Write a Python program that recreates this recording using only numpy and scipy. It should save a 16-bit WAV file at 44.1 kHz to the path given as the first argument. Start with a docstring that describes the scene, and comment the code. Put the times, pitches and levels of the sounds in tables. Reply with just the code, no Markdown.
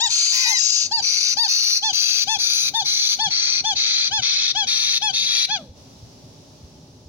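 """Short arched squeaks alternate with long harsh rasps, a little over two pairs a second: a parrot chick
begs from a towel-lined nest. Taut membranes sing the squeaks, slack ones flap out puffs of noise; throat
and beak resonances colour both. A nest mate cries hoarsely once. The last squeak sinks into a whimper.
Padded thuds on the cloth, mostly after the begging, sit over low rumble and faint hiss of shaped noise.
The recorder's fast compressor pushes the background down under loud calls."""
import sys
import numpy as np
from scipy import signal
from scipy.fft import rfft, irfft
from scipy.io import wavfile
from scipy.ndimage import uniform_filter1d, map_coordinates

SR = 44100
rng = np.random.default_rng(int(sys.argv[2]) if len(sys.argv) > 2 else 0)


def materialize(psi):
    """Save the field psi as 16-bit PCM at rate SR to the path in sys.argv[1].

    A 1-D psi becomes a single channel; in a 2-D psi each row is a channel.
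    """
    bounded = np.clip(np.atleast_2d(psi).T, -1, 1)
    quanta = np.round(bounded * 32767).astype(np.int16)
    wavfile.write(sys.argv[1], SR, quanta)


N = 312228
TIME_S = np.arange(N) / SR


def undb(db):
    """Decibels to gain."""
    return 10 ** (np.asarray(db) / 20)


def unit(x):
    """Scale to an rms of one."""
    return x / np.sqrt(np.mean(x ** 2))


def curve(rows, x):
    """Table columns, interpolated linearly over the first one at x."""
    knots, *columns = np.transpose(rows)
    return [np.interp(x, knots, column) for column in columns]


def times(start_s, end_s):
    """Sample times of one sound, in seconds."""
    return np.arange(int(start_s * SR), int(end_s * SR)) / SR


def wander(t, rate_hz):
    """Smooth random curve through normal draws, rate_hz knots a second, spread near one."""
    elapsed = t - t[0]
    knots = rng.standard_normal(int(elapsed[-1] * rate_hz) + 2)
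    return map_coordinates(knots, [elapsed * rate_hz], order=2, mode="nearest")


def add(out, start_s, x):
    """Mix a stereo sound in at its time."""
    i = max(int(start_s * SR), 0)
    out[:, i:i + x.shape[1]] += x[:, :N - i]


def split(left_minus_right_db):
    """A level difference shared evenly by the two sides, in dB."""
    return np.array([[left_minus_right_db], [-left_minus_right_db]]) / 2


def nest(x, echo_db=-4.0, decay_s=0.0019):
    """Echoes off the nest walls; they change through a call as the head sways."""
    t = times(0, .02)
    echoes = unit(rng.standard_normal((2, 2, len(t))) * t * np.exp(-t / decay_s))
    walls = undb(echo_db) * echoes / np.sqrt(len(t))
    early, late = (signal.fftconvolve(x, wall, axes=1)[:, :x.shape[1]] for wall in walls)
    sway = np.linspace(0, np.pi / 2, x.shape[1])
    return x + early * np.cos(sway) + late * np.sin(sway)


# resonances of throat, beak and nest:
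# (centre before tuning [Hz], -6 dB width [Hz], left level [dB], right level [dB])
RESONANCES = [(1425, 400, -18.5, -37), (2572, 620, -5, -15.5), (3770, 1360, -8, -12), (4420, 134, -3, 2.5),
              (4833, 236, 3.5, -56), (5360, 580, -4.5, -6), (6085, 263, 7.5, -3), (6425, 340, 1, -2.5),
              (7130, 680, -14, -30), (10020, 810, -33, -17.5), (11316, 440, -20.5, -4.5),
              (15500, 1130, -9.5, -10)]
# seat of the chick: (time [s], centre of the dip from the nest-floor bounce [Hz],
# left lag scale [0.1 = PORT_LAG as listed], squeak fundamental re throat output [dB])
SEAT = [(0, 3430, 0.1, -13), (.5, 3570, 0.1, -12), (1.4, 3360, 0.092, -16.5), (1.9, 3505, 0.083, -9.5),
        (2.6, 2640, 0.069, -8), (3.6, 2740, 0.059, -9), (4.3, 2920, 0.05, -13.5), (5.5, 3040, 0.043, -11)]
# nest-bent path to the two ports: (frequency [Hz], left phase lag at lag scale 0.1 [rad])
PORT_LAG = [(0, 7.5), (1150, -1.5), (2300, 4.5), (3300, 4), (4000, 4), (4750, 4), (5800, 5.5), (6500, 7.5),
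            (8000, 10), (16000, 23)]


def throat(source, start_s, posture, beak_width_hz=500, notch_db=-13, notch_width_hz=85,
           lowest_hz=850, size=32768):
    """Ring a source through throat and beak; nest and port spacing set the two sides apart."""
    beak_hz, beak_db, tuning, tilt_db_per_oct, treble_db, pan_db = posture
    notch_hz, lag_scale, _ = curve(SEAT, start_s)
    f = np.fft.rfftfreq(size, 1 / SR)
    power = 0
    for hz, width_hz, left_db, right_db in RESONANCES:
        shape = 1 / (1 + (2 * (f - hz * tuning) / width_hz) ** 2) ** 2
        power = power + undb([[left_db], [right_db]]) ** 2 * shape
    db = beak_db / (1 + ((f - beak_hz) / beak_width_hz) ** 2)
    db = db + notch_db / (1 + ((f - notch_hz) / notch_width_hz) ** 2)
    db = db + tilt_db_per_oct * np.log2(np.clip(f, 2250, 7300) / 4500)
    db = db + treble_db * np.clip((f - 7000) / 4500, 0, 1.5)
    # so small a beak radiates little bass
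    radiation = 1 / (1 + (lowest_hz / (f + 100)) ** 4)
    gain = np.sqrt(power * radiation) * undb(db + split(pan_db))
    # minimum phase: resonances ring after the push, never before
    cepstrum = irfft(np.log(gain).mean(0))
    ring_phase = 2 * rfft(cepstrum[:size // 2], size).imag
    phase = ring_phase - curve(PORT_LAG, f)[0] * np.array([[10 * lag_scale], [0]])
    y = irfft(rfft(source, size) * gain * np.exp(1j * phase))
    return unit(nest(y[:, :len(source) + SR // 50]))


# voice organ: (harmonic number [1], level [dB])
OVERTONES = [(2, 13), (3, -1), (4, 12), (5, 4), (6, 0.5), (7, -6), (10, -0.5), (18, -43.5)]


def overtones(phase, half=0, count=18):
    """Harmonics 2 to count - 1; alternating strong and weak cycles add lines between them."""
    number, db = np.transpose(OVERTONES)
    stack = sum(undb(np.interp(k, number, db)) * np.sin(k * phase) for k in range(2, count))
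    return unit(stack) * (1 + half * np.cos(phase / 2))


# (start [s], end [s], throat output level [dB], top pitch [Hz], place of top [0-1],
# share of pitch lost by the end [0-1], then posture: beak resonance [Hz], beak boost [dB],
# throat tuning [factor], tilt [dB/octave], treble [dB], left-minus-right offset [dB])
SQUEAKS = [(0, 0.086, -3, 963, 0.46, 0.22, 3600, 7.5, 1.12, 4, -5, 1),
           (0.45, 0.546, -4, 940, 0.39, 0.22, 4050, -3, 1.02, 8, 10.5, 3),
           (0.909, 1.01, -8, 937, .38, 0.21, 4540, 15.5, 1.06, 2, 0, 1),
           (1.367, 1.476, -0.5, 941, .46, 0.22, 4700, 14.5, 0.985, 3.5, 4.5, 0.5),
           (1.819, 1.92, -13.5, 893, 0.37, .2, 3320, 11, 0.98, 7.5, -9, -1),
           (2.269, 2.376, -15, 888.5, .44, 0.15, 2940, 11, 0.96, 7, 2, 3),
           (2.735, 2.835, -13.5, 915.6, 0.32, 0.2, 3730, 9, 0.98, 5, 5.5, 3),
           (3.186, 3.292, -14, 893, 0.36, 0.19, 3200, 7, 0.94, 6, -6, 3.5),
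           (3.637, 3.743, -15, 879.6, .32, .18, 3240, 11, 0.97, 6.5, -3.5, 3.5),
           (4.105, 4.215, -19.5, 875, .46, 0.23, 3100, 4, 0.975, 0, -7, -0.5),
           (4.546, 4.653, -12.5, 862, 0.35, 0.15, 3130, 10, 0.96, 3, -11, 2.5),
           (5.011, 5.118, -14.5, 868, 0.29, 0.15, 3110, 12, 0.95, 5.5, 1.5, 3.5),
           (5.483, 5.584, -20.5, 865, 0.49, 0.23, 3303, 5, 0.97, -1.5, -16, 1)]
# share below top pitch at the start; exponents of rise and fall
SQUEAK_RISE, RISE_POWER, FALL_POWER = .2, 2.2, 1.8
# flicker of pitch and force, as shares
SQUEAK_JITTER, SQUEAK_SHIMMER = .004, .05


def squeak(row, waver=0.0036, air_db=-31, beak_width_hz=380, overtone_power=1.005,
           fundamental_power=0.93, fundamental_pan_db=2.8):
    """Taut membranes sing an arch of pitch and force; the fundamental bypasses the resonances."""
    start_s, end_s, level_db, top_hz, crest, fall, *posture = row
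    t = times(start_s, end_s)
    u = np.linspace(0, 1, len(t))
    rise_sag = SQUEAK_RISE * np.abs(1 - u / crest) ** RISE_POWER
    fall_sag = fall * np.abs((u - crest) / (1 - crest)) ** FALL_POWER
    sag = np.where(u < crest, rise_sag, fall_sag)
    flicker = 1 + SQUEAK_JITTER * wander(t, 427) + waver * wander(t, 68.0)
    phase = 2 * np.pi * np.cumsum(top_hz * (1 - sag) * flicker) / SR
    force = np.abs(np.sin(np.pi * u))
    source = overtones(phase) * (1 + SQUEAK_SHIMMER * wander(t, 270))
    source = source + undb(air_db) * rng.standard_normal(len(t))
    y = throat(source * force ** overtone_power, start_s, posture, beak_width_hz)
    fundamental = unit(force ** fundamental_power * np.sin(phase))
    fundamental_db = curve(SEAT, start_s)[-1]
    y[:, :len(t)] += undb(fundamental_db + split(fundamental_pan_db)) * fundamental
    return start_s, y * undb(level_db)


def noise(spectrum, likeness):
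    """Stereo noise of a given colour, rms one; likeness 1 is the same on both sides."""
    hz, db = np.transpose(spectrum)
    f = np.fft.rfftfreq(N, 1 / SR)
    gain = undb(np.interp(np.log(f + 1), np.log(hz), db))
    mid, side = irfft(rfft(rng.standard_normal((2, N))) * gain, N)
    c = np.clip(likeness, 0, 1)
    return unit(np.sqrt(1 + c) * mid + np.sqrt(1 - c) * np.array([side, -side]))


# (frequency [Hz], relative spectral density [dB])
RUMBLE_SPECTRUM = [(15, -63), (25, -67), (64, -2.5), (141, 2), (206, -7), (266, -1.5), (327, -13.5),
                   (375, -7.5), (501, -16.5), (605, -9), (706, -26), (867, -14.5), (1500, -93), (1950, -84),
                   (3300, -120)]


def rumble(level_db=-48):
    """Low room noise, identical on both sides."""
    return noise(RUMBLE_SPECTRUM, likeness=1.0) * undb(level_db)


# (time [s], level [dB])
HISS_LEVEL = [(5.6, -50.5), (5.73, -57.5), (5.78, -49.5), (6.1, -50), (6.6, -51), (7.08, -54.5)]
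# (frequency [Hz], relative spectral density [dB])
HISS_SPECTRUM = [(530, -7), (900, -9.5), (1490, -20.5), (2120, -21.5), (2760, -17.5), (3910, -13.5),
                 (5750, -9.5), (8660, -29), (9530, -25), (11800, -30), (13800, -37), (16000, -27)]


def hiss():
    """Faint broadband noise, nearly independent on the two sides."""
    return noise(HISS_SPECTRUM, likeness=0.035) * undb(curve(HISS_LEVEL, TIME_S)[0])


def room(x, t60_s=0.54, wet_db=-32, near_t60_s=0.2, near_db=-20.5,
         low_t60_s=0.55, low_db=-18, absorb_hz=900):
    """Quick echoes off furniture, then the room's ring; towels swallow treble, so lows linger."""
    t = times(0, .5)

    def tail(decay_s):
        return unit(rng.standard_normal((2, len(t))) * undb(-60 * t / decay_s) * (t > .003))

    near, far, low = tail(near_t60_s), tail(t60_s), tail(low_t60_s)
    # low_db scales the low tail as if before this filter
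    low = signal.sosfilt(signal.butter(2, absorb_hz, fs=SR, output="sos"), low)
    response = undb(near_db) * near + undb(wet_db) * far + undb(low_db) * low
    return signal.fftconvolve(x, response / np.sqrt(len(t)), axes=1)[:, :N]


# (nominal start [s], nominal end [s], level [dB], fade [s], then posture: beak resonance [Hz],
# beak boost [dB], throat tuning [factor], tilt [dB/octave], treble [dB], left-minus-right offset [dB])
RASPS = [(0.088, 0.471, -2.5, 0.031, 5746, -26, 0.98, 13.5, -33, 2),
         (0.552, 0.877, 1, 0.11, 6130, -11.5, 1.011, 11.5, -28, 3),
         (1.023, 1.338, -4.5, 0.0083, 4370, 9.5, 0.97, 3.5, -12, 2),
         (1.481, 1.794, 0, 0.024, 4370, 12.5, 0.967, 3, -8.5, 1),
         (1.932, 2.242, -2, 0.017, 4030, 12, 0.98, 2.5, -8.5, 2.5),
         (2.385, 2.701, -5.5, 0.021, 4090, 11.5, 0.96, 1.5, -6, 0.5),
         (2.845, 3.158, -6, 0.029, 4040, 11, 0.96, 1.5, -9, 0.5),
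         (3.298, 3.61, -9, 0.014, 4300, 9, 0.94, -2, -20, 0.5),
         (3.754, 4.092, -7.5, 0.023, 4010, 13, 0.962, -2.5, -17, 0.5),
         (4.22, 4.525, -8, 0.019, 3830, 13.5, 0.94, -2.5, -20, 1.5),
         (4.672, 4.984, -7, 0.015, 3830, 14, 0.96, -1.5, -7.5, 1.5),
         (5.133, 5.456, -6, 0.01, 3820, 17, 0.96, -1, -8, 2)]
RASP_ATTACK_S, RASP_FLAP_HZ = 0.047, 238


def rasp(row, jitter=0.31, flap_db=12, puff_s=0.0049, air=0.28, flutter_db=3.0, swell_db=3.5,
         edge_power=1.43, drift=0.015):
    """Slack membranes flap irregularly; each flap lets a puff of turbulent air into the throat."""
    start_s, end_s, level_db, fade_s, *posture = row
    t = times(start_s - .007, end_s + .006)
    cycles = np.cumsum(RASP_FLAP_HZ * np.exp(jitter * wander(t, RASP_FLAP_HZ))) / SR
    # puff sizes spread evenly from -3 to -1 times flap_db
    sizes = undb(flap_db * (2 * rng.random(int(cycles[-1]) + 1) - 3))
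    puffs = sizes[cycles.astype(int)] * np.exp(-(cycles % 1) / RASP_FLAP_HZ / puff_s)
    attack = np.clip((t - t[0]) / RASP_ATTACK_S, 0, 1)
    fade = np.clip((t[-1] - t) / fade_s, 0, 1)
    force = (attack * fade) ** edge_power
    unsteady = undb(flutter_db * np.tanh(wander(t, 96.7)) + swell_db * wander(t, 8.3))
    source = (air + puffs) * unsteady * force * rng.standard_normal(len(t))
    # throat tightens and relaxes: blend of two tunings
    tight, loose = (throat(source, start_s, np.multiply(posture, [k, 1, k, 1, 1, 1]))
                    for k in (1 + drift, 1 - drift))
    tension = (1 + np.tanh(wander(np.arange(tight.shape[1]) / SR, 4.83))) / 2
    return t[0], unit(tension * tight + (1 - tension) * loose) * undb(level_db)


# (time [s], pitch [Hz], level [dB], roughness [0-1], relative half-harmonic strength [0-1])
CRY = [(.32, 912, -10, 0.74, 0.1), (.35, 1005, -4, 0.75, 0.8), (.42, 1043, -1.5, 0.56, 1),
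       (.45, 980, -4, 0.31, 0.64), (.49, 1005, 2.5, 0.15, 0.6), (.53, 1052, -3.5, 0.06, 0),
       (.57, 992, -5.5, 0.13, 0.2), (.6, 885, -8, 0.3, 0), (.625, 770, -21, 0.3, 0)]
# one row: (beak resonance [Hz], beak boost [dB], throat tuning [factor], tilt [dB/octave],
# treble [dB], left-minus-right offset [dB])
CRY_POSTURE = (5540, 16, 1.0, 1, -5, 3)


def cry(jitter=0.0668, air_db=1, half_gain=0.71, fundamental_db=-24):
    """The nest mate starts hoarse, passes through period doubling and ends on a falling note."""
    t = times(CRY[0][0], CRY[-1][0])
    hz, level_db, rough, half = curve(CRY, t)
    phase = 2 * np.pi * np.cumsum(hz * (1 + jitter * rough * wander(t, 600))) / SR
    voice = overtones(phase, half_gain * half) + (1 - rough) * np.sin(2 * phase)
    breath = undb(air_db) * rough * rng.standard_normal(len(t))
    source = (1 - rough) * voice + breath
    y = throat(source, t[0], CRY_POSTURE, beak_width_hz=65)[:, :len(t)]
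    y = y + undb(fundamental_db) * np.sin(phase)
    return t[0], y * undb(level_db)


# feet and bodies on the cloth: (time [s], level [dB], mean pitch [Hz])
BUMPS = [(3.249, -30, 140), (4.106, -41, 83), (4.189, -37.5, 125), (5.61, -37.5, 201), (5.684, -36.5, 80.5),
         (6.018, -35.5, 115), (6.232, -40.5, 124), (6.622, -36.5, 100), (6.819, -43, 132),
         (7.052, -37.5, 77)]


def bump(row, rise_s=0.017):
    """A padded knock: a few low, uneven cycles that swell softly."""
    start_s, level_db, hz = row
    t = times(0, .15)
    swell = (t / rise_s * np.exp(1 - t / rise_s)) ** 2
    phase = 2 * np.pi * np.cumsum(hz * (1 + 0.21 * wander(t, 98))) / SR
    thud = np.sin(phase) * swell
    return start_s, undb(level_db) * np.array([thud, thud])


# (time [s], pitch [Hz], level [dB])
WHIMPER = [(5.57, 766, -55), (5.59, 652, -36), (5.615, 576, -42.5), (5.66, 510, -51), (5.71, 480, -53)]


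def whimper(jitter=0.058, octave_db=-8):
    """Pressure runs out: the note sags unsteadily and keeps only its octave, which dies first."""
    t = times(WHIMPER[0][0], WHIMPER[-1][0])
    hz, level_db = curve(WHIMPER, t)
    phase = 2 * np.pi * np.cumsum(hz * (1 + jitter * wander(t, 222))) / SR
    octave = undb(octave_db + level_db - level_db.max()) * np.sin(2 * phase)
    y = (np.sin(phase) + octave) * undb(level_db)
    return t[0], np.array([y, y])


def scene():
    """Calls and thuds, the room's answer and the background noise."""
    nest_sounds = np.zeros((2, N))
    calls = [*map(squeak, SQUEAKS), *map(rasp, RASPS), cry(), whimper()]
    for start_s, sound in [*calls, *map(bump, BUMPS)]:
        add(nest_sounds, start_s, sound)
    return nest_sounds + room(nest_sounds) + rumble() + hiss()


THRESHOLD_DB, RATIO, RECOVERY_DB_PER_S, DETECTOR_S = -20.5, 6.5, 348, .012


def compress(x):
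    """Turn loud sound down at once, recover quickly: calls even out, rumble ducks under them."""
    power = uniform_filter1d(np.mean(x ** 2, axis=0), max(int(DETECTOR_S * SR), 1))
    over_db = 10 * np.log10(np.maximum(power / undb(THRESHOLD_DB) ** 2, 1))
    cut_db = (1 - 1 / RATIO) * over_db
    # running maximum: the cut falls no faster than the recovery slope
    recovery_db = RECOVERY_DB_PER_S * TIME_S
    return x * undb(recovery_db - np.maximum.accumulate(cut_db + recovery_db))


def record(dry, ceiling=1.5, top_hz=15800):
    """The recorder compresses, rounds the highest peaks and cuts the top."""
    rounded = ceiling * np.tanh(compress(dry) / ceiling)
    lowpass = signal.ellip(8, .2, 70, top_hz, fs=SR, output="sos")
    return signal.sosfilt(lowpass, rounded)


dry = scene()
out = record(dry)
materialize(out)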